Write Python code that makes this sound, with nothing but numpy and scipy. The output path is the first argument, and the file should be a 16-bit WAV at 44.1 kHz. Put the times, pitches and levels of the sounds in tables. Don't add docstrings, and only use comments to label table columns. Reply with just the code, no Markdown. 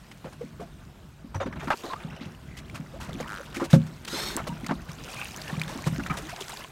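import sys
import numpy as np
from scipy import signal
from scipy.fft import rfft, irfft, next_fast_len
from scipy.io import wavfile
from scipy.ndimage import uniform_filter1d, map_coordinates

SR = 44100
rng = np.random.default_rng(int(sys.argv[2]) if len(sys.argv) > 2 else 0)


def generate_wav(signal):
    frames = np.transpose(np.atleast_2d(signal))
    scaled = np.clip(frames, -1, 1) * 32767
    pcm = np.round(scaled).astype(np.int16)
    wavfile.write(sys.argv[1], SR, pcm)


N = 295911

# time_s, surge_db (along the hull), slosh_db, spray_db
WATER_LEVELS = [(0.0, -51, -57, -59), (0.45, -47.5, -55.5, -59.5), (1.28, -49.5, -58, -63.5),
                (1.55, -39, -51.5, -64), (1.76, -52.5, -52, -49.5), (2.09, -44.5, -48.5, -62.5),
                (2.37, -47, -54.5, -60.5), (3.03, -41, -52, -59.5), (3.19, -43, -46.5, -56),
                (4.03, -45.5, -54, -57), (4.42, -39, -46.5, -55.5), (4.9, -47, -52, -57),
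                (5.13, -45.5, -46.5, -47.5), (5.35, -45.5, -47, -49), (6.1, -38.5, -47.5, -51),
                (6.36, -51, -47.5, -49), (6.59, -50.5, -48.5, -46.5), (6.71, -50.5, -53, -56)]
# frequency_hz, level_db (per Hz)
SURGE_SPECTRUM = [(13, -39), (22, -14.5), (54, 5.5), (102, 0), (146, 4), (370, -9), (422, -18.5),
                  (500, -28), (650, -12.5), (1100, -120)]
SLOSH_SPECTRUM = [(210, -29), (350, 8), (495, 6), (686, 6), (1210, 3.5), (1500, 4), (2040, -5),
                  (4000, -9.5), (5200, -75), (8800, -120)]
SPRAY_SPECTRUM = [(1470, -6.5), (2500, 2.5), (3600, -1.5), (4950, -2.5), (9580, -7), (14900, -7.5),
                  (16000, -5)]
# frequency_hz, level_db (per Hz)
SEA_SPECTRUM = [(200, 2), (400, -16), (1500, -46), (4000, -41), (9000, -15), (16000, -10)]
SPATTER_DB, SPATTER_HZ = -6, 7300

# start_s, level_db (rough peak), centre_hz, treble_db, lasting_s
SLAPS = [(0.113, -35, 2720, -1.5, 0.011), (0.244, -30, 476, -21, 0.048), (0.323, -37.5, 930, -2, 0.019),
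         (0.6, -34.5, 697, -8.5, 0.04), (1.344, -25.5, 1050, -13.5, 0.028), (1.402, -17.5, 770, -42, 0.036),
         (1.46, -23, 544, -22, 0.024), (1.526, -30.5, 1940, -31, 0.015), (1.557, -29.5, 1260, -29, 0.022),
         (1.595, -30, 1670, -17, 0.042), (1.629, -29, 636, -8.5, 0.032), (1.673, -22, 1250, -19, 0.02),
         (1.704, -11, 1170, -35, 0.032), (1.835, -31.5, 684, -9, 0.094), (1.931, -16.5, 1090, -26, 0.011),
         (2.209, -36, 2740, -26, 0.051), (2.568, -38, 2480, 4, 0.032), (2.744, -30.5, 1310, -3, 0.036),
         (3.0, -34, 1195, 0, 0.073), (3.091, -26, 630, -9.5, 0.0082), (3.2, -25.5, 517, -3.5, 0.021),
         (3.543, -29.5, 1910, 0.5, 0.049), (3.597, -22, 1150, -12, 0.043), (3.638, -26.5, 647, -2, 0.026),
         (3.701, -38, 3750, 11.5, 0.054), (3.731, -15.5, 588, -7.5, 0.031), (3.865, -38.5, 1430, 2, 0.015),
         (4.048, -37.5, 2440, 16, 0.0075), (4.077, -23.5, 2780, -1, 0.012), (4.37, -22, 1146, -13, 0.04),
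         (4.468, -22, 510, -5, 0.02), (4.663, -29, 2100, 6.5, 0.0089), (4.69, -20, 1025, -40, 0.04),
         (4.71, -15, 706, -38, 0.012), (4.887, -35.5, 2100, -3, 0.033), (5.44, -39.5, 1580, 2, 0.1),
         (5.678, -32, 1355, 0, 0.071), (5.747, -32.5, 634, -33, 0.032), (5.861, -22.5, 760, -1, 0.026),
         (5.995, -26, 1190, -8, 0.019), (6.062, -27, 1450, -11, 0.015), (6.098, -25.5, 1263, -41, 0.067),
         (6.168, -25.5, 530, -2, 0.031), (6.287, -32, 1800, -2, 0.042), (6.404, -34.5, 1240, 9, 0.014)]
SLAP_CREST_DB = 13

# mode_hz, level_db, t60_s (time to fall 60 dB with no water on the skin)
HULL_MODES = [(95.5, 1, 0.52), (131, 1, 0.33), (157.3, 6, 0.38), (188.3, 1, 0.38), (229.4, 5.5, 0.28),
              (274, 10, 0.14), (336.2, 8, 0.16), (427.7, 1.5, 0.12), (540.4, 10.5, 0.17), (820, -4, 0.069),
              (1050, -37, 0.12)]
# start_s, peak_db, panel_hz (pitch of the struck panel)
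THUMPS = [(0.243, -33, 186), (0.438, -32, 229), (0.621, -34.5, 220), (1.243, -33, 217), (1.351, -22, 86.6),
          (1.457, -24, 237), (1.672, -26, 255), (1.838, -32, 350), (2.044, -26.5, 169), (2.21, -30, 227),
          (2.259, -31, 164), (2.795, -27, 184), (3.081, -30, 175), (3.148, -28.5, 243), (3.209, -30, 210),
          (3.568, -27.5, 327), (3.614, -18.5, 355), (3.73, -3, 151), (3.734, -22.5, 580), (3.76, -9.5, 184),
          (4.128, -27.5, 352), (4.355, -28.5, 327), (4.489, -26, 178), (4.52, -30.5, 175),
          (4.632, -29, 232), (4.687, -24.5, 182), (4.707, -18.5, 236), (4.888, -29.5, 142),
          (5.525, -24.5, 172), (5.572, -22, 147), (5.597, -28.5, 155), (5.755, -30.5, 273),
          (5.865, -16, 145), (5.92, -20.5, 157), (5.984, -24.5, 260), (6.102, -24.5, 187)]
WET_RING = 0.91

# start_s, level_db, pitch_hz, lasting_s,
# rise (half the share by which the pitch climbs; negative falls; no unit)
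PLOPS = [(.248, -38, 485, 0.026, 0.078), (0.409, -34.5, 468, 0.034, 0.025), (.597, -38.5, 420, 0.029, .02),
         (.612, -38, 722, 0.049, -0.052), (1.9, -33.5, 1025, 0.055, 0.06), (1.952, -40, 1140, 0.038, 0.072),
         (2.935, -42, 500, 0.031, 0.12), (2.96, -42, 633, 0.024, 0.064), (3.25, -43, 897, 0.047, 0.13),
         (3.402, -37.5, 512, 0.019, 0.08), (4.304, -34, 1445, 0.01, .07), (4.491, -39, 916, 0.063, .05),
         (5.716, -36, 607, 0.016, 0.042), (6.1, -30, 1244, 0.03, 0.0054), (6.1, -33, 2250, 0.019, 0.035),
         (6.223, -41, 285, 0.078, 0.13), (6.327, -36, 610, 0.024, 0.24), (6.409, -37.5, 410, 0.026, -0.066),
         (6.526, -39, 593, .024, 0.52), (6.644, -43, 1000, .016, 0.044)]
PLOP_FLUTTER_DB, PLOP_WASH = 3, 0.2

# mode_hz, level_db, t60_s (time to fall 60 dB)
GEAR_MODES = [(3660, -11.5, 0.17), (5900, -11, 0.14), (6500, -9, 0.1), (6950, -12, 0.1)]
# start_s, level_db, loudest_hz (the mode nearest the touch)
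CLINKS = [(1.349, -35, 5850), (1.406, -34, 3600), (1.412, -43, 6800), (1.43, -43, 5800), (1.599, -38, 3550),
          (1.6, -44, 6850)]

# start_s, level_db, pitch_hz (at the start)
TICKS = [(1.7034, -18, 1190), (1.8368, -34, 3480), (2.02, -44, 2400), (2.0604, -55, 2560),
         (2.0866, -51, 2600), (2.103, -45, 5270), (2.113, -52, 2640), (2.164, -39, 2830),
         (2.2099, -47, 3460), (2.2344, -41, 3970), (2.253, -44, 3600), (2.321, -44, 5550),
         (2.349, -42, 2780), (2.698, -33.5, 2170), (3.013, -31, 2620), (3.131, -32.5, 3400),
         (3.208, -31.5, 6450), (3.229, -32, 2160), (3.279, -32, 2860), (3.4607, -39, 2650),
         (3.526, -42, 2790), (3.5684, -25.5, 2250), (3.731, -20, 3600), (4.3659, -12.5, 7700),
         (4.492, -33, 2760), (4.645, -31.5, 1950), (4.685, -34, 3800), (4.741, -41, 5000),
         (4.917, -32, 5460), (4.932, -35, 6000), (4.986, -40, 3000), (5.056, -45, 12000),
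         (5.087, -34, 2540), (5.1384, -40, 2660), (5.245, -26, 9300), (5.2554, -28.5, 2600),
         (5.311, -33, 6500), (5.345, -33, 2880), (5.3628, -25.5, 5860), (5.373, -29, 6540),
         (5.4167, -27, 4500), (5.48, -27.5, 2670), (5.597, -26, 3800), (5.6159, -16.5, 2260),
         (5.6356, -26.5, 3340), (5.679, -31, 3500), (5.8417, -31, 2280), (5.8718, -25.5, 1005),
         (6.037, -30, 2600), (6.172, -28.5, 3560), (6.4102, -25, 3340), (6.4227, -26.5, 3050),
         (6.4951, -26.5, 8900), (6.5205, -29.5, 3760), (6.54, -33, 7000), (6.572, -29.5, 4500),
         (6.6128, -36, 2800), (6.64, -33, 3060)]
TICK_CLICK = 0.33

# start_s, end_s, level_db, pitch_hz
TRICKLES = [(1.728, 1.92, -57, 6460), (1.834, 1.949, -46, 3960), (2.035, 2.368, -56, 2700),
            (2.082, 2.304, -60.5, 5400), (2.468, 2.644, -51.5, 2000), (4.964, 5.154, -49, 2540),
            (5.141, 5.275, -36, 2470), (5.156, 5.285, -42.5, 800), (5.436, 5.524, -38.5, 1690)]
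TRICKLE_HISS = 0.4

CREAK_START_S, CREAK_LASTS_S, CREAK_DB, CREAK_HZ = 3.2655, 0.195, -26, 1420
SLIPS_PER_S, SLACK_LOSS_DB = 105, 13
SLACKENS = 3
CREAK_TAKES_UP = 0.22

# multiple (of the rib rate, no unit), level_db
RAIL_LINES = [(2, -11), (3, -7.5), (3.4, -2), (4, 0.5), (5, -3), (6, -11), (8, -10), (9, -22), (11, -11)]
# frequency_hz, level_db (per Hz)
DRAG_SPECTRUM = [(120, -39), (200, 1), (299, -19), (340, 1), (482, -9), (2130, -12), (2750, -14),
                 (4200, -11.5), (4860, -17), (5330, -15.5), (16000, -24)]
SCRAPE_START_S, SCRAPE_END_S, SCRAPE_DB = 4.062, 4.37, -35.5
SCRAPE_ARCH = 0.55
FASTEST_S, RIBS_PER_S, SAG_PER_S2 = 4.28, 1085, 3800

TOP_HZ = 15900


def amp(db):
    return 10 ** (np.asarray(db) / 20)


def unit(x):
    return x / np.sqrt(np.mean(x ** 2) + 1e-20)


def curves(rows):
    time_s, *columns = np.transpose(rows)
    return [np.interp(np.arange(N) / SR, time_s, column) for column in columns]


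def during(start, end):
    return np.clip((np.arange(N) / SR - start) / (end - start), 0, 1)


def wobble(rate):
    points = rng.standard_normal(int(N * rate / SR) + 4)
    return map_coordinates(points, [np.arange(N) * rate / SR])


def filtered(x, response):
    size = next_fast_len(len(x) + 8192)
    return irfft(rfft(x, size) * response(np.fft.rfftfreq(size, 1 / SR)), size)[:len(x)]


def peak(f, hz, width):
    return 1j * f * width / (hz * hz - f * f + 1j * f * width)


def rush(spectrum, patchy_db):
    grid = signal.stft(rng.standard_normal(N), nperseg=512)[2]
    patches = uniform_filter1d(rng.standard_normal(grid.shape), size=6, axis=0)
    patches = uniform_filter1d(patches, size=8, axis=1)
    noise = signal.istft(grid * amp(patchy_db * unit(patches)), nperseg=512)[1][:N]
    f, db = np.transpose(spectrum)

    def colour(hz):
        return amp(np.interp(np.log(hz + 1), np.log(f), db, -120, -120))

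    return unit(filtered(noise, colour))


def add(track, s, sound):
    part = track[round(s * SR):][:len(sound)]
    part += sound[:len(part)]


def bubbles(count, hz, spread, cycles, size_db, size, length=N):
    start, pitch = rng.random(count), rng.standard_normal(count)
    loud = np.minimum(rng.exponential(size=count), 4)
    pitch_hz = np.clip(hz * np.exp(spread * pitch), 150, 14000)
    turns = pitch_hz[:, None] * np.arange(size) / SR
    rise = 1 + 0.095 * np.minimum(turns / cycles, 1)
    fade_db = size_db * loud[:, None] - 30 * turns / cycles
    wave = np.sin(2 * np.pi * turns * rise) * amp(fade_db)
    at = (start * length).astype(int)[:, None] + np.arange(size)
    return unit(np.bincount(at.ravel(), wave.ravel(), length)[:length])


def narrow(hz, width_hz):
    lumps = unit(filtered(rng.standard_normal(N), lambda f: 1 / (1 + (f / width_hz) ** 2)))
    return np.sqrt(2) * lumps * np.sin(2 * np.pi * np.cumsum(hz) / SR)


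def water():
    surge_db, slosh_db, spray_db = curves(WATER_LEVELS)
    lap = wobble(23)
    surge = amp(surge_db + 0.54 * wobble(4.3)) * rush(SURGE_SPECTRUM, patchy_db=2.2)
    lively = amp(np.clip(0.7 * (slosh_db + 47), -10, 1))
    gurgle = bubbles(count=1000, hz=1600, spread=0.5, cycles=22, size_db=3, size=1400)
    fizz = bubbles(count=3200, hz=5200, spread=0.6, cycles=18, size_db=3.3, size=300)
    slosh = 0.8 * rush(SLOSH_SPECTRUM, patchy_db=1.2) + 0.75 * lively * gurgle
    spray = 0.85 * rush(SPRAY_SPECTRUM, patchy_db=2.5) + 0.9 * lively * fizz
    slosh *= amp(slosh_db + 0.5 * lap + 2.3 * lively * wobble(30))
    spray *= amp(spray_db + lively * (lap + 0.97 * wobble(60)))
    drops = bubbles(count=1800, hz=SPATTER_HZ, spread=0.56, cycles=2.3, size_db=9.5, size=100)
    spatter = amp(spray_db + SPATTER_DB) * lively * drops
    far_sea = amp(-75) * rush(SEA_SPECTRUM, patchy_db=1.5)
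    return surge + slosh + spray + spatter + far_sea


def hum():
    surge_db = curves(WATER_LEVELS)[0]
    return amp(surge_db - 11.5 + wobble(3.1)) * narrow(np.full(N, 150.5), width_hz=4.1)


def slaps():
    out, t = np.zeros(N), np.arange(SR // 6) / SR
    for s, db, hz, treble_db, lasting in SLAPS:
        smack, hiss = rng.standard_normal((2, len(t)))
        lasting = np.clip(lasting, 0.003, 0.12)
        held_and_tail = np.exp(-(t / lasting) ** 3) + 0.18 * np.exp(-t / (0.5 * lasting))
        shape = (1 - np.exp(-t / 0.00014)) * held_and_tail

        def pocket(f):
            return peak(f, hz, 0.58 * hz) + 0.48 * peak(f, 1230, 730)

        smack = unit(filtered(smack, lambda f: pocket(f) * peak(f, 270, 1150)))
        spit = amp(3 * np.repeat(rng.standard_normal(len(t) // 80 + 1), 80)[:len(t)])
        foam = bubbles(count=50, hz=hz, spread=0.351, cycles=20.5, size_db=2.5, size=1200, length=len(t))
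        hiss = hiss * spit * (1 - np.exp(-t / 0.0018))
        hiss = unit(filtered(hiss, lambda f: peak(f, 2500, 5000) * peak(f, 3300, 14000)))
        body = 0.86 * smack + 0.97 * foam + amp(treble_db) * hiss
        add(out, s, amp(db - SLAP_CREST_DB) * shape * body)
    return out


def hull():
    out, t = np.zeros(N), np.arange(SR // 2) / SR
    hz, db, t60 = np.transpose(HULL_MODES)[:, :, None]
    sides = (-1) ** np.arange(len(HULL_MODES))[:, None]
    for s, level_db, panel_hz in THUMPS:
        reach_db = np.maximum(-30 * np.log2(hz / panel_hz) ** 2, -22)
        ring = amp(db + reach_db - 60 * t / (t60 * WET_RING))
        modes = ring * np.sin(2 * np.pi * hz * (t + 0.00643))
        attack = 1 - np.exp(-t / 0.0057)
        cling = 0.93 + np.exp(-(t / 0.032) ** 2)
        sound = (sides * modes).sum(axis=0) * attack * cling
        add(out, s, amp(level_db) * sound / np.abs(sound).max())
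    return out


def plops():
    out = np.zeros(N)
    for s, db, hz, lasting, rise in PLOPS:
        t = np.arange(round(lasting * SR)) / SR
        wash = unit(filtered(rng.standard_normal(len(t)), lambda f: peak(f, hz, 0.5 * hz)))
        note = np.sin(2 * np.pi * hz * t * (1 + rise * t / lasting)) + PLOP_WASH * wash
        add(out, s, amp(db) * np.sin(np.pi * np.sqrt(t / lasting)) * note)
    return out * amp(PLOP_FLUTTER_DB * wobble(160))


def gear():
    out, t = np.zeros(N), np.arange(SR // 3) / SR
    for s, db, near_hz in CLINKS:
        for hz, mode_db, t60 in GEAR_MODES:
            reach_db = -500 * np.log2(hz / near_hz) ** 2
            ring = amp(db + mode_db + reach_db - 60 * t / t60)
            add(out, s, ring * np.sin(2 * np.pi * hz * t * (1 - 0.08 * t)))
    return out * amp(4.5 * wobble(200))


def ticks():
    out, t = np.zeros(N), np.arange(SR // 30) / SR
    for s, db, hz in TICKS:
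        burst = rng.standard_normal(len(t)) * amp(-60 * t / 0.023)
        click = filtered(burst, lambda f: peak(f, 1.76 * hz, 2.3 * hz))
        bubble = np.sin(2 * np.pi * hz * t * (1 + 15 * t)) * amp(-60 * t * hz / 35)
        add(out, s, amp(db) * (TICK_CLICK * click + bubble))
    return out


def trickles():
    out = np.zeros(N)
    for start, end, db, hz in TRICKLES:
        length = round((end - start) * SR)
        drops = bubbles(count=length // 600, hz=hz, spread=0.06, cycles=16, size_db=3.5,
                        size=500, length=length)
        hiss = unit(filtered(rng.standard_normal(length), lambda f: peak(f, hz, 0.12 * hz) ** 2))
        mix = (1 - TRICKLE_HISS) * drops + TRICKLE_HISS * hiss
        add(out, start, amp(db) * np.sqrt(np.hanning(length)) * mix)
    return out


def creak():
    gone = during(CREAK_START_S, CREAK_START_S + CREAK_LASTS_S)
    slack = gone ** SLACKENS
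    rate = SLIPS_PER_S * (1 - slack) * (gone > 0) * (1 + 0.039 * wobble(60))
    slips = np.diff(np.floor(np.cumsum(rate) / SR), prepend=0)
    slips *= amp(0.62 * rng.standard_normal(N) - SLACK_LOSS_DB * slack)
    slips *= np.sqrt(np.minimum(gone / CREAK_TAKES_UP, 1))
    knock = filtered(slips, lambda f: peak(f, CREAK_HZ, 470) ** 2)
    grit = rng.standard_normal(N) * filtered(slips, lambda f: 1 / (1 + 1j * f / 150))
    edge = filtered(grit, lambda f: peak(f, 4500, 12000) * peak(f, 4000, 9000))
    return (knock / knock.max() + 0.45 * edge / edge.max()) * amp(CREAK_DB)


def scrape():
    from_fastest_s = np.arange(N) / SR - FASTEST_S
    rate = np.maximum(RIBS_PER_S - SAG_PER_S2 * from_fastest_s ** 2, 600)
    arch = np.abs(np.sin(np.pi * during(SCRAPE_START_S, SCRAPE_END_S))) ** SCRAPE_ARCH
    lines = unit(sum(amp(db) * narrow(k * rate, width_hz=32 * k) for k, db in RAIL_LINES))
    rub = arch * lines + rush(DRAG_SPECTRUM, patchy_db=2.3)
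    return rub * amp(SCRAPE_DB + 1.1 * wobble(60)) * arch


def scene():
    wash = water() + hum() + slaps() + hull() + plops()
    return (wash + gear() + ticks() + trickles() + creak() + scrape())[None]


def record(dry):
    def port(hz):
        dip = 1 - 0.5 * peak(hz, 10440, 950)
        return dip / (1 + (hz / 14500) ** 6) * (hz < TOP_HZ)

    return filtered(dry[0], port)[None]


dry = scene()
out = record(dry)
generate_wav(out)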